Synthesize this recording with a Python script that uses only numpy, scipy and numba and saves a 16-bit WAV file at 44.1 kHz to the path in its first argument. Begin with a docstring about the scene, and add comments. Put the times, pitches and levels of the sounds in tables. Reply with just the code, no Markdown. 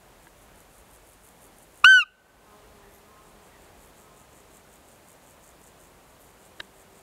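"""A roe deer gives one short, high, arching squeak: a harmonic voice filtered by throat and muzzle.
The open field scatters it and the edge of the wood answers faintly. Grasshoppers rasp by stridulation
over a soft rush of air; a far drone surges, two faint notes sound, and there are two small dry clicks.
The squeak drives an automatic gain control down, and the field swells back over half a second."""
import sys
import numpy as np
from scipy import signal
from scipy.fft import rfft, irfft, next_fast_len
from scipy.io import wavfile
from scipy.ndimage import uniform_filter1d, map_coordinates
from numba import njit

SR = 44100
rng = np.random.default_rng(int(sys.argv[2]) if len(sys.argv) > 2 else 0)


def unload_audio(sound):
    """Save the sound as a 16-bit wav file, at the path given as the first command line argument."""
    columns = np.transpose(np.atleast_2d(sound))
    # keep every value between -1 and 1, then stretch to whole-number steps
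    steps = np.round(np.clip(columns, -1, 1) * 32767)
    wavfile.write(sys.argv[1], SR, steps.astype(np.int16))


N = 309582


def amp(db):
    """Amplitude ratio of a level in decibels."""
    return 10 ** (np.asarray(db) / 20)


def unit(x):
    """Normalisation to rms 1."""
    return x / np.sqrt(np.mean(x ** 2) + 1e-20)


def bell(x, width):
    """Gaussian of height 1 around x = 0."""
    return np.exp(-.5 * (x / width) ** 2)


def along(points, hz):
    """Interpolation of (frequency, value) points on a logarithmic frequency axis."""
    freqs, values = np.transpose(points)
    return np.interp(np.log(hz + 1), np.log(freqs + 1), values)


def wobble(rate, size=N):
    """Smooth random modulation: a spline through `rate` knots a second."""
    knots = rng.standard_normal(int(size * rate / SR) + 4)
    at = np.arange(8 * len(knots)) / 8
    return np.interp(np.arange(size) * rate / SR, at, map_coordinates(knots, [at], mode="nearest"))


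def filtered(x, response):
    """Linear filtering: the spectrum of x times a frequency response."""
    size = next_fast_len(len(x) + 8192)
    return irfft(rfft(x, size) * response(np.fft.rfftfreq(size, 1 / SR)), size)[:len(x)]


def minimum_phase(gain):
    """Causal response with these gains: it rings only after it is excited."""
    cepstrum = irfft(np.log(np.maximum(gain, 1e-4)))
    half = len(cepstrum) // 2
    return np.exp(rfft(np.r_[cepstrum[0], 2 * cepstrum[1:half]], len(cepstrum)))


def noise(spectrum):
    """Spectral shaping of white noise, at rms 1."""
    return unit(filtered(rng.standard_normal(N), lambda hz: amp(along(spectrum, hz))))


# Spectrum of distant air: (frequency [Hz], relative level [dB])
AIR_SPECTRUM = [(25, -30.5), (60, -2), (150, -0.5), (300, -2), (600, -0.5), (950, -3.5), (1400, -7.5),
                (2000, -10.5), (3000, -13.5), (4500, -18), (7000, -31.5), (12000, -50.5)]
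# Spectrum of far insects and hiss: (frequency [Hz], relative level [dB])
HISS_SPECTRUM = [(2500, -22), (5000, -4.5), (7000, 1), (9500, -0.5), (13000, -3), (15500, -6)]


def air(rush_db=-56, swell_db=1.12, swell_at=3.2, swell_s=1.1, hiss_db=-63.5,
        rumble_db=-63, rumble_db_per_s=-.52):
    """Broadband noise: a rush with one broad swell, a lumpy rumble that eases, and an even hiss."""
    t = np.arange(N) / SR
    rush = amp(rush_db + swell_db * bell(t - swell_at, swell_s) + .55 * wobble(6)) * noise(AIR_SPECTRUM)
    lumps_db = rumble_db + rumble_db_per_s * t + 2 * wobble(5.5)
    rumble = noise([(20, -27), (30, -12), (38, 1), (55, -.5), (120, -15.5), (400, -50.5), (1000, -100)])
    return rush + amp(lumps_db) * rumble + amp(hiss_db) * noise(HISS_SPECTRUM)


# Harmonics of the drone: (harmonic number, relative level [dB])
DRONE_HARMONICS = [(1, -6), (2, 0.5), (3, -13.5), (4, -10), (5, -4.5), (6, -7)]
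# Its surges: (onset [s], duration [s], top pitch [Hz], level [dB])
DRONE_SURGES = [(2.54, .39, 210, -60), (3.19, .55, 213, -62.5), (4.08, 0.817, 212, -65.5),
                (6.42, .6, 196, -63)]


def drone(rest_hz=193.5, sag_s=.3, attack_s=.11, release_s=.07, fade_db_per_s=4,
          dull_db=-10.5, bright_db_per_hz=.9, waver=.009, flutter_db=3):
    """A far harmonic buzz, modulated in surges: as the pitch sags, the upper partials weaken."""
    t = np.arange(N) / SR
    level, weighted_hz = np.full(N, 1e-9), np.zeros(N)
    for onset, length, top_hz, db in DRONE_SURGES:
        age = np.maximum(t - onset, 0)
        gate = bell(np.minimum(t - onset, 0), attack_s) * bell(np.maximum(age - length, 0), release_s)
        surge = gate * amp(db - fade_db_per_s * age)
        level += surge
        weighted_hz += surge * (top_hz - rest_hz) / (1 + (age / sag_s) ** 2)
    lift_hz = weighted_hz / level
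    bright_db = dull_db + bright_db_per_hz * lift_hz
    phase = 2 * np.pi * np.cumsum((rest_hz + lift_hz) * (1 + waver * wobble(40))) / SR
    return level * sum(amp(db + bright_db * (k > 2) + flutter_db * wobble(26)) * np.sin(round(k) * phase)
                       for k, db in DRONE_HARMONICS)


# Faint far notes: (time [s], centre frequency [Hz], level [dB])
FAR_NOTES = [(2.86, 1840, -61.5), (3.55, 1950, -62.5)]


def far_notes(width_s=.029, width_hz=100):
    """Narrow-band noise under Gaussian envelopes: short notes blurred by distance."""
    out, t = np.zeros(N), np.arange(N) / SR
    for at, centre_hz, db in FAR_NOTES:
        band = unit(filtered(rng.standard_normal(N), lambda hz: bell(hz - centre_hz, width_hz)))
        out += amp(db) * bell(t - at, width_s) * band
    return out


# Grasshopper songs: (first crest [s], last crest [s], stroke count, final level [dB], rasp centre [Hz])
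GRASSHOPPER_SONGS = [(.262, 1.785, 10, -57.7, 9800), (2.96, 2.96, 1, -62, 12000),
                     (3.28, 5.848, 15, -58, 7850), (3.86, 3.86, 1, -60.5, 11000),
                     (6.11, 6.98, 6, -60, 8150), (6.23, 6.23, 1, -62.5, 11500)]


def leg_strokes(swell_db=10, swell_power=3.3):
    """Periodic strokes that swell through each song: yields (crest [s], level [dB], centre [Hz])."""
    for first, last, count, db, centre_hz in GRASSHOPPER_SONGS:
        count = round(count)
        for k, at in enumerate(np.linspace(first, last, count)):
            yield at, db - swell_db * (1 - (k + 1) / count) ** swell_power, centre_hz


# Response of the wing: (frequency [Hz], gain [dB])
WING_RESPONSE = [(4500, -34.5), (5600, -12.5), (6500, -1), (9000, -1), (10500, -3.5), (13000, -1.5),
                 (15500, -9.5)]


def grasshoppers(rise_s=.043, fall_s=.029, tooth_hz=105, uneven=.45, tooth_db=3.3, tooth_t60=.013,
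                 scrape=.24, peak_db=6.5, width_hz=1400):
    """Stridulation: each leg stroke is a row of uneven tooth ticks over a scrape, filtered by the wing."""
    out, t = np.zeros(N + SR), np.arange(SR // 3) / SR
    crest = t[len(t) // 2]
    envelope = bell(t - crest, np.where(t < crest, rise_s, fall_s))
    for at, db, centre_hz in leg_strokes():
        tooth_rate = tooth_hz * np.exp(uneven * wobble(100, len(t)))
        teeth_passed = np.floor(rng.random() + np.cumsum(tooth_rate) / SR)
        impacts = np.diff(teeth_passed, prepend=0) * amp(tooth_db * wobble(100, len(t)))
        ticks = signal.fftconvolve(impacts, amp(-60 * t / tooth_t60))[:len(t)]
        friction = (scrape + ticks) * rng.standard_normal(len(t))
        wing = lambda hz: amp(along(WING_RESPONSE, hz) + peak_db * bell(hz - centre_hz, width_hz))
        start = max(0, round((at - crest) * SR))
        out[start:][:len(t)] += amp(db) * envelope * unit(filtered(friction, wing))
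    return out[:N]


# Dry contacts in two clusters: (time [s], level [dB], gain at 4 kHz [dB])
CONTACTS = [(.27, -36.5, -14), (0.273, -43, -14), (6.5961, -40, -15), (6.600, -31, -2),
            (6.6016, -26.5, -6.5), (6.6032, -21, 1), (6.605, -22, -6)]
# Modes they excite: (frequency [Hz], relative level [dB], 60 dB decay time [s])
CONTACT_MODES = [(355, -14, 0.06), (950, -12, 0.031), (1645, -3.5, 0.015), (1860, -8, 0.013),
                 (2500, -29, 0.0083), (3110, -6, 0.0081), (3750, -6, 0.01)]


def clicks(crack=.56, crack_t60=.016):
    """Impact excitation: a crack of noise and a few damped modes; soft contacts lose their treble."""
    out, t = np.zeros(N + SR), np.arange(SR // 8) / SR
    ring = sum(amp(db - 60 * t / t60) * np.sin(2 * np.pi * hz * t) for hz, db, t60 in CONTACT_MODES)
    for at, db, treble_db in CONTACTS:
        snap = crack * rng.standard_normal(len(t)) * amp(-60 * t / crack_t60)
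        colour = [(150, -42), (330, -3), (550, -15), (900, -4), (2000, -1),
                  (4000, treble_db), (6500, treble_db - 22), (12000, treble_db - 29.5)]
        out[round(at * SR):][:len(t)] += amp(db) * filtered(ring + snap, lambda f: amp(along(colour, f)))
    return out[:N]


# Reverberation of the wood's edge: (frequency [Hz], 60 dB decay time [s])
WOOD_DECAY = [(300, .7), (1500, 0.99), (3000, 0.7), (6000, .3), (14000, 0.31)]


def field_echo(x, stubble_db=-32.5, stubble_t60=.26, wood_db=-49):
    """Diffuse scattering as convolution with decaying noise: quick from stubble, long from the trees."""
    hz, t, spectra = signal.stft(rng.standard_normal((2, SR)), SR, nperseg=256)
    colour_db = along([(1500, -1.5), (2900, -2), (4100, 3), (8000, -14.5)], hz)[:, None]
    stubble = signal.istft(spectra[0] * amp(colour_db - 60 * t / stubble_t60), SR, nperseg=256)[1]
    wood = signal.istft(spectra[1] * amp(-60 * t / along(WOOD_DECAY, hz)[:, None]), SR, nperseg=256)[1]
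    tail = amp(stubble_db) * stubble / np.linalg.norm(stubble) + amp(wood_db) * wood / np.linalg.norm(wood)
    return signal.fftconvolve(x, tail)[:N]


# Pitch contour of the squeak: (time [s], fundamental frequency [Hz])
PITCH_ARCH = [(1.847, 1400), (1.861, 1487), (1.885, 1536), (1.911, 1545), (1.963, 1499), (1.991, 1449),
              (2.017, 1340), (2.029, 1257), (2.036, 1250)]
# Vocal-fold harmonics above the octave: (harmonic number, relative level [dB])
UPPER_HARMONICS = [(3, 0), (4, .5), (5, -5.5), (6, -9.5), (7, -13.5), (8, -28), (9, -29), (10, -15.5)]
# Antiresonance and formants of throat and muzzle: (frequency [Hz], Gaussian width [Hz], gain [dB])
VOCAL_TRACT = [(1345, 55, -18), (2690, 165, 10), (3880, 160, 6)]


def deer(onset_s=1.8456, length_s=.194, lead_in_hz=1210, break_s=.002,
         attack_db_per_s=5700, overtone_lag=1.5, fade_power=2.7, jitter=.0009, tired_jitter=.006,
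         fundamental_db=7.5, octave_db=-6.5, upper_db=-22.5, flutter_db=1.5,
         muzzle_hz=1110, puff_db=-23, puff_s=.001):
    """Source and filter: a tense voice roughens as it tires; its octave sags into a formant, and the overtones
    swell in just after the fundamental."""
    t = np.arange(N) / SR
    age = t - onset_s
    attack_db = attack_db_per_s * np.minimum(age, 0)
    tired = np.clip(age / length_s, 0, 1) ** fade_power
    arch = np.interp(t, *np.transpose(PITCH_ARCH))
    pitch = lead_in_hz + (arch - lead_in_hz) * np.clip(age / break_s + .5, 0, 1)  # the voice breaks upward
    roughness = (jitter + tired_jitter * tired ** 2) * wobble(300)
    phase = 2 * np.pi * np.cumsum(pitch * (1 + roughness)) / SR
    fundamental = amp(fundamental_db) * np.sin(phase)
    octave = amp(octave_db) * np.sin(2 * phase - np.pi / 4)
    upper = sum(amp(upper_db + db + flutter_db * wobble(50)) * np.sin(round(k) * phase)
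                for k, db in UPPER_HARMONICS)
    folds = (1 - tired) * (amp(attack_db) * fundamental + amp(overtone_lag * attack_db) * (octave + upper))
    tract = lambda hz: amp(sum(db * bell(hz - centre, width) for centre, width, db in VOCAL_TRACT))
    radiation = lambda hz: (1 + (muzzle_hz / (hz + 1)) ** 10) ** -.5  # a small muzzle radiates little bass
    voice = filtered(folds, lambda hz: minimum_phase(tract(hz) * radiation(hz)))
    # a puff of turbulence as the voice breaks in
    puff = noise([(70, -50), (200, -22), (900, -8), (1900, 3), (3500, -.5), (6000, -10), (15000, -17.5)])
    return voice + amp(puff_db) * puff * bell(age, puff_s)


def scene():
    """Superposition of the squeak, its echo and the sounds of the field."""
    squeak = deer()
    return (squeak + field_echo(squeak) + grasshoppers() + drone() + far_notes() + clicks() + air())[None]


@njit
def gain_control(over_db, attack_s, hold_s, release_db_per_s):
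    """Compression: the cut in dB rises fast while the level is too high, holds, then ebbs evenly."""
    cut, wait, out = 0., 0., np.zeros(len(over_db))
    for i in range(len(over_db)):
        wait -= 1 / SR
        if over_db[i] > cut:
            cut += (over_db[i] - cut) / (attack_s * SR)
            wait = hold_s
        elif wait < 0:
            cut = max(0., cut - release_db_per_s / SR)
        out[i] = cut
    return out


def record(dry, threshold_db=-6.7, attack_s=.0007, hold_s=.065, release_db_per_s=27,
           step_db=1., top_hz=15750):
    """Stepped automatic gain control, clipping of its overshoot, and a band limit."""
    x = dry[0]
    over_db = 20 * np.log10(np.abs(x) + 1e-9) - threshold_db
    cut_db = step_db * np.round(gain_control(over_db, attack_s, hold_s, release_db_per_s) / step_db)
    gain = uniform_filter1d(amp(-cut_db), size=7)  # each step is a soft tick under the voice
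    return filtered(np.clip(x * gain, -1, 1), lambda hz: hz < top_hz)[None]


dry = scene()
out = record(dry)
unload_audio(out)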